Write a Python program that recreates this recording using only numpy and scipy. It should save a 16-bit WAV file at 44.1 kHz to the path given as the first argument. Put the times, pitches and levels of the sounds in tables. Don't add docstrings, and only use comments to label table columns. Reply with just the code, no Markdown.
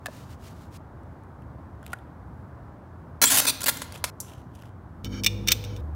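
import sys
import numpy as np
from scipy import signal
from scipy.fft import rfft, irfft, next_fast_len
from scipy.io import wavfile
from scipy.ndimage import map_coordinates

SR = 44100
rng = np.random.default_rng(int(sys.argv[2]) if len(sys.argv) > 2 else 0)


def to_wav(s):
    ch = np.atleast_2d(s).T
    pcm = np.round(np.clip(ch, -1, 1) * 32767)
    wavfile.write(sys.argv[1], SR, pcm.astype(np.int16))


N = 262395
TIME = np.arange(N) / SR
AGE = np.arange(SR // 3) / SR


def amp(db):
    return 10 ** (np.asarray(db) / 20)


def unit(x):
    return x / np.sqrt(np.mean(x ** 2) + 1e-20)


def unit_energy(x):
    return x / np.linalg.norm(x)


def along(points, hz):
    freqs, values = np.transpose(points)
    return np.interp(np.log(hz + 1), np.log(freqs + 1), values)


def curves(rows):
    times, *columns = np.transpose(rows)
    return [np.interp(TIME, times, column) for column in columns]


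def fade(t, t60):
    return np.exp(-np.log(1000) * t / t60)


def gate(start, end, edge=.004):
    return np.clip(np.minimum(TIME - start, end - TIME) / edge + .5, 0, 1)


def swells(rows):
    return sum(amp(db) * np.exp(-((TIME - s) / width) ** 2) for s, width, db in rows)


def wobble(rate):
    return map_coordinates(rng.standard_normal(1024), [TIME * rate], mode="wrap")


def noise(spectrum):
    size = next_fast_len(N)
    gain = amp(along(spectrum, np.fft.rfftfreq(size, 1 / SR)))
    return unit(irfft(rfft(rng.standard_normal(size)) * gain, size)[:N])


def through(x, response):
    return signal.fftconvolve(x, response)[:len(x)]


def colour(x, spectrum, size=1024):
    gain = amp(along(spectrum, np.fft.rfftfreq(size, 1 / SR)))
    cepstrum = irfft(np.log(gain))
    cepstrum[1:size // 2] *= 2
    cepstrum[size // 2 + 1:] = 0
    return through(x, unit_energy(irfft(np.exp(rfft(cepstrum)))))


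def high_pass(x, hz):
    return signal.sosfilt(signal.butter(2, hz, "highpass", fs=SR, output="sos"), x)


def add(track, s, sound):
    part = track[round(s * SR):][:len(sound)]
    part += sound[:len(part)]


def ring(modes, pitch=1, scatter_db=2):
    hz, db, t60 = np.transpose(modes)[:, :, None]
    strength = amp(db + scatter_db * rng.standard_normal(hz.shape)) * rng.choice([-1, 1], hz.shape)
    ringing = np.sum(strength * np.sin(2 * np.pi * hz * pitch * AGE) * fade(AGE, t60), axis=0)
    return ringing / np.abs(ringing).max()


def crack(spectrum, t60):
    return colour(rng.standard_normal(len(AGE)) * fade(AGE, t60), spectrum) / 2


BREAKS = [0.775, 4.102, 5.04, 5.81]
# (time [s], relative level [dB])
AIR_LULL = [(0, 0.5), (4.3, 0), (4.6, -2.5), (5.0, -1), (5.3, -1.5), (5.95, 2)]
# (frequency [Hz], relative level [dB])
RUMBLE_SPECTRUM = [(25, -46), (38, -16.5), (54, -1.5), (81, 4.5), (115, 2.5), (150, -1.5), (227, -7),
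                   (314, -10), (400, -16), (880, -55)]
AIR_SPECTRUM = [(90, -30), (160, -9.5), (270, -7), (400, -12.5), (630, -10), (1000, -11), (1550, -18.5),
                (2000, -27.5), (2600, -37.5), (3500, -41), (6000, -47), (11000, -53), (16000, -55)]
DRONE_SPECTRUM = [(30, -43), (48, -10), (107, 6.5), (162, -4), (270, -2), (380, -9), (480, 0.5),
                  (650, -17.5), (1200, -40.5)]
# (start [s], end [s], frequency [Hz], level [dB])
HUM_TONES = [(5.04, 5.81, 53.8, -38.5), (5.04, 5.813, 102.6, -33.5), (5.042, 5.527, 199.5, -39),
             (5.046, 5.272, 253, -41), (5.042, 5.24, 281, -44.5), (5.043, 5.54, 334.4, -44.5),
             (5.272, 5.81, 490, -48.5), (5.809, 6.0, 75, -29.5), (1.404, 2.2, 72, -47.5),
             (0.91, 4.6, 83.5, -52.5)]


def workshop(vent_db=-44.5, beside_car_db=3, air_db=-51, drone_db=-45):
    beside_car = TIME > BREAKS[2]
    rumble = amp(vent_db + beside_car_db * beside_car + wobble(9.4)) * noise(RUMBLE_SPECTRUM)
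    air = amp(air_db + curves(AIR_LULL)[0] + 0.31 * wobble(4.94)) * noise(AIR_SPECTRUM)
    drone = amp(drone_db) * gate(BREAKS[2], BREAKS[3]) * noise(DRONE_SPECTRUM)
    hum = np.zeros(N)
    for start, end, hz, db in HUM_TONES:
        level = gate(start, end) * amp(db + wobble(8))
        hum += level * np.sin(2 * np.pi * hz * TIME + 0.12 * wobble(5.3))
    return rumble + air + drone + hum


# (frequency [Hz], t60 [s])
HALL_DECAY = [(200, 1), (1000, 0.78), (4000, 0.79), (8000, 0.36), (15000, 0.4)]


def hall(x, block=4096):
    out = np.zeros(N)
    edges = [0] + [round(s * SR) for s in BREAKS] + [N]
    for start, end in zip(edges, edges[1:]):
        for at in range(start, end, block):
            hz, t, bands = signal.stft(rng.standard_normal(SR * 2 // 3), SR, nperseg=256)
            dying = bands * fade(t, along(HALL_DECAY, hz)[:, None])
            tail = unit_energy(signal.istft(dying, SR, nperseg=256)[1])
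            echo = signal.fftconvolve(x[at:min(at + block, end)], tail)
            add(out, at / SR, echo[:end - at])
    return out


# (time [s], half length [s], level [dB])
GRIP_SHIFTS = [(1.892, 0.052, -55.5), (3.95, 0.037, -47), (4.315, 0.077, -53), (4.615, 0.077, -59.5)]
# (frequency [Hz], relative level [dB])
GRIP_SPECTRUM = [(800, 0), (2000, -7.5), (3100, 0.5), (4100, -10.5), (5000, -11), (7500, -12.5),
                 (11000, -13), (16000, -19)]


def finger_rustle(grain_db=6.5):
    return swells(GRIP_SHIFTS) * unit(amp(grain_db * wobble(300))) * noise(GRIP_SPECTRUM)


# (time [s], half length [s], level [dB])
HAND_STROKES = [(0.172, 0.094, -54.5), (0.32, .027, -56.5), (0.465, 0.055, -53.5), (0.61, 0.066, -60.5),
                (0.76, 0.032, -51.5)]
# (frequency [Hz], relative level [dB])
SKIN_SPECTRUM = [(900, 2), (2000, 4), (4000, 2), (7000, -0.5), (11000, -5.5), (16000, -6.5)]
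TRIGGER_SPECTRUM = [(500, -7), (2500, -2), (5000, -9), (8500, -4), (11500, -1.5), (14000, -18), (16000, -9)]
# (time [s], tick [dB], ring [dB], pitch [ratio])
CASING_KNOCKS = [(0.0591, -19, -22, 0.98), (0.0667, -24.5, -26.5, 0.93), (0.085, -43, -28, 0.347)]
TRIGGER_CLICKS = [(1.0335, -55, -74, 1), (1.236, -52, -70, 0.88), (1.4212, -52.5, -57, 1.8),
                  (1.829, -43, -41, 1.03), (1.8645, -28.5, -44, 1.73), (1.932, -22, -21.5, 0.99),
                  (1.9356, -29, -20, 1.01), (1.987, -50, -54, 2.1)]
# (frequency [Hz], relative level [dB], t60 [s])
CASING_MODES = [(606, -5, .02), (746, -1.5, 0.039), (1250, -5, 0.018), (1790, 4.5, 0.039),
                (2060, -7, 0.014), (2740, -2.5, 0.021)]
SHELL_MODES = [(770, -8.5, 0.017), (1060, -10, 0.0046), (1465, -1, 0.025), (1670, -9, 0.033),
               (1790, -7.5, 0.021), (2340, -15, 0.0096)]


def glue_gun():
    out = gate(0, BREAKS[0]) * swells(HAND_STROKES) * amp(1.2 * wobble(139.7)) * noise(SKIN_SPECTRUM)
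    for s, tick_db, ring_db, pitch in CASING_KNOCKS:
        tick = amp(tick_db) * crack(SKIN_SPECTRUM, t60=0.013)
        add(out, s, tick + amp(ring_db) * ring(CASING_MODES, pitch))
    for s, tick_db, ring_db, pitch in TRIGGER_CLICKS:
        tick = amp(tick_db) * crack(TRIGGER_SPECTRUM, t60=0.0095)
        add(out, s, tick + amp(ring_db) * ring(SHELL_MODES, pitch))
    return out


# (frequency [Hz], relative level [dB], t60 [s])
PANEL_MODES = [(286, -22.5, 0.11), (453.6, -15.5, 0.076), (600, -3, 0.021), (854, 0.5, 0.0099),
               (1034, 0, 0.022), (1405, -3, 0.034), (1626, 0.5, 0.016), (2040, 2, 0.0088)]
TUBE_MODES = [(3481, -1, .1), (4488, -3, .1), (4705, -2, .1), (5955, -3, .1), (7630, -2, .08),
              (9365, -1, .12), (11610, -3, .1)]
POLE_MODES = [(266.3, -1, 0.3), (281, 0, .15)]
PANEL_LOW_HZ = 330
# (frequency [Hz], relative level [dB])
JOINT_SPECTRUM = [(200, -23.5), (900, -11), (2200, -1.5), (4400, 0.5), (5600, -0.5), (8500, 1),
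                  (12000, -0.5), (15500, -1.5)]
# (time [s], length [s], level [dB], panel boom relative to level [dB])
JOINT_PUSHES = [(3.2168, .035, -15, -9.5), (3.255, 0.067, -25, -23.5), (3.303, .064, -19.5, -11),
                (3.370, .034, -16.5, -12), (3.406, 0.051, -28.5, -5.5), (3.467, 0.039, -19.5, -14.5),
                (3.682, 0.016, -16.5, -10), (3.698, 0.15, -48.5, -7.5)]
# (time [s], level [dB])
JOINT_CATCHES = [(3.606, -31), (3.6162, -26.5), (3.632, -27.5), (3.64, -22), (3.66, -20.5), (3.6651, -18.5),
                 (3.672, -19.5), (3.77, -32)]
CATCH_S, CATCH_BOOM_DB = 0.0033, -10.5
JUDDER_HZ, JUDDER_DB = 170, 1.5
BREAKAWAY_DB, BREAKAWAY_S = 1, .004


def lamp_creak(slip_hz=1196, jitter=.25, scatter_db=3, frame_db=5, tubes_db=-17, pole_db=-36):
    steel, panel, pole = np.zeros((3, N))
    friction = amp(JUDDER_DB * wobble(JUDDER_HZ))
    catches = [(s, CATCH_S, db, CATCH_BOOM_DB) for s, db in JOINT_CATCHES]
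    for s, length, db, boom_db in JOINT_PUSHES + catches:
        gaps, sizes, sides = rng.standard_normal((3, 200))
        when = np.cumsum(np.exp(jitter * gaps)) / slip_hz
        when -= when[0]
        live = when < length
        at = (when[live] * SR).astype(int)
        breakaway_db = BREAKAWAY_DB * np.exp(-when[live] / BREAKAWAY_S)
        slips = amp(scatter_db * sizes[live] + breakaway_db) * friction[round(s * SR) + at]
        train = -amp(db) * unit_energy(np.bincount(at, slips)) * np.sqrt(length * SR)
        frame = amp(frame_db) * unit_energy(crack(JOINT_SPECTRUM, t60=0.019))
        frame[0] += 1
        add(steel, s, signal.fftconvolve(train, unit_energy(frame)))
        shoves = unit_energy(np.bincount(at, slips * sides[live])) * np.sqrt(length * SR)
        boom = signal.fftconvolve(shoves, unit_energy(ring(PANEL_MODES, scatter_db=0)))
        add(panel, s, amp(db + boom_db) * boom)
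        add(pole, s, amp(pole_db + 0.25 * db) * shoves)
    tubes = amp(tubes_db) * through(steel, unit_energy(ring(TUBE_MODES)))
    pole_hum = through(pole, unit_energy(ring(POLE_MODES)))
    return colour(steel, JOINT_SPECTRUM) + tubes + high_pass(panel, PANEL_LOW_HZ) + pole_hum


# (time [s], frequency [Hz], relative level [dB])
SQUEAL_PATH = [(3.253, 6920, -41.5), (3.256, 7480, -14.5), (3.263, 7900, -23.5), (3.271, 8230, -22),
               (3.279, 7850, -23.5), (3.292, 7240, -30)]


def lamp_squeal(low_start=3.268, low_end=3.295, low_hz=3150, rise_hz_per_s=13000, low_db=-28):
    hz, db = curves(SQUEAL_PATH)
    phase = 2 * np.pi * np.cumsum(hz * (1 + 0.037 * wobble(900))) / SR
    level = gate(SQUEAL_PATH[0][0], SQUEAL_PATH[-1][0]) * amp(db + 3.5)
    high = level * (np.sin(phase) + np.sin(2 * phase) / np.pi)
    glide_hz = low_hz + rise_hz_per_s * np.maximum(TIME - low_start, 0)
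    low_phase = 2 * np.pi * np.cumsum(glide_hz) / SR + wobble(450)
    return high + gate(low_start, low_end) * amp(low_db) * np.sin(low_phase)


# (time [s], steel [dB], panel [dB], steel's low corner [Hz], steel's t60 [s])
STAND_CLACKS = [(3.216, -12, -18, 895, 0.026), (3.238, -30, -10.5, 900, .03),
                (3.8184, -21, -24, 1005, 0.034), (3.923, -29.5, -33, 4800, 0.017),
                (3.975, -42, -50, 6050, 0.062), (4.041, -11.5, -16.5, 900, .038),
                (4.2022, -22, -66, 5760, 0.057), (4.5508, -47.5, -54, 2495, 0.053),
                (4.6183, -54, -50, 2000, 0.027), (4.6358, -55, -36.5, 1950, 0.025)]


def stand_clacks():
    out = np.zeros(N)
    for s, steel_db, panel_db, low_hz, t60 in STAND_CLACKS:
        steel = crack([(low_hz / 2, -22), (low_hz, 0), (11500, -1), (16000, -12)], t60)
        boom = high_pass(ring(PANEL_MODES), PANEL_LOW_HZ)
        add(out, s, amp(steel_db) * steel + amp(panel_db) * boom)
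    return out


# (frequency [Hz], relative level [dB], t60 [s])
SQUEAK_MODES = [(1270, 0, 0.015), (1650, -4.5, 0.02), (2303, -1.5, 0.036), (3040, -1.5, 0.049),
                (3650, -10.5, 0.05), (4440, -8, 0.04), (5480, -0.5, 0.023), (5670, -3.5, .03),
                (6200, -9.5, 0.024), (6640, -6, 0.022)]
HANDLE_MODES = [(1079, -18.5, 0.018), (1750, -11.5, 0.032), (1960, -19.5, 0.052), (2300, -2.5, 0.036),
                (2422, -3.5, 0.048), (2695, -7, 0.045), (2906, -0.5, 0.037), (3530, 1, 0.046),
                (3660, -0.5, 0.057), (4380, -10.5, 0.0467), (5420, 0, 0.025), (5580, -0.5, 0.031),
                (6050, 0, 0.035), (6330, 0, 0.013), (7730, -13, .022), (8330, -12.5, 0.045),
                (9020, -11.5, 0.019), (14300, -29.5, 0.024), (15060, -24, .03)]
# (frequency [Hz], relative level [dB])
PAWL_SPECTRUM = [(300, -32.5), (1200, -14), (2500, 1.5), (6000, 0.5), (9000, -4), (12700, -16), (14100, 4),
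                 (16000, -8)]
# (time [s], length [s], level [dB])
PAWL_SLIDES = [(5.045, 0.028, -44.5), (5.089, .035, -55), (5.122, .084, -45), (5.471, 0.064, -36),
               (5.618, 0.14, -56)]
# (time [s], first tick [dB], second tick [dB])
PAWL_TICKS = [(5.0458, -30.5, -38), (5.2362, -21, -15.5), (5.4745, -19.5, -12.5), (5.5076, -22, -15.5),
              (5.64, -33.5, -36), (5.7638, -39, -48.5)]
# (time [s], ring [dB], crack [dB], rebound relative to the snap [dB])
PAWL_SNAPS = [(5.2631, -4, -10, -2.5), (5.4855, -6.5, -12.5, -17), (5.519, -6, -1.5, -11.5)]


def ratchet(grit_db=1.0, scrape_db=-17, tick_gap_s=.0089, tick_ring_db=1.5, rebound_s=0.005):
    grit = unit(amp(grit_db * wobble(180)) * rng.standard_normal(N))
    sliding = grit * sum(amp(db) * gate(s, s + length, edge=0.015) for s, length, db in PAWL_SLIDES)
    squeak = through(sliding, unit_energy(ring(SQUEAK_MODES, scatter_db=0)))
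    out = squeak + amp(scrape_db) * colour(sliding, PAWL_SPECTRUM)
    contacts = []
    for s, first_db, second_db in PAWL_TICKS:
        contacts.append((s, first_db + tick_ring_db, first_db))
        contacts.append((s + tick_gap_s, second_db + tick_ring_db, second_db))
    for s, ring_db, crack_db, rebound_db in PAWL_SNAPS:
        contacts.append((s, ring_db, crack_db))
        contacts.append((s + rebound_s, ring_db + rebound_db, crack_db + rebound_db))
    for s, ring_db, crack_db in contacts:
        pitch = 1 + 0.0027 * rng.standard_normal()
        handle = amp(ring_db) * ring(HANDLE_MODES, pitch)
        add(out, s, handle + amp(crack_db) * crack(PAWL_SPECTRUM, t60=0.025))
    return out


def scene():
    gun, handle = glue_gun() + finger_rustle(), ratchet()
    creak, clacks = lamp_creak() + lamp_squeal(), stand_clacks()
    send = amp(-21) * gun + amp(-21.5) * handle + amp(-13.5) * creak + amp(-11.0) * clacks
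    return (gun + handle + creak + clacks + hall(send) + workshop())[None]


def record(dry, ceiling=.85, top_hz=15850):
    rounded = dry / (1 + np.abs(dry / ceiling) ** 6) ** (1 / 6)
    size = next_fast_len(N + SR // 4)
    passband = np.clip((top_hz - np.fft.rfftfreq(size, 1 / SR)) / 300 + .5, 0, 1)
    return irfft(rfft(rounded, size) * passband, size)[..., :N]


dry = scene()
out = record(dry)
to_wav(out)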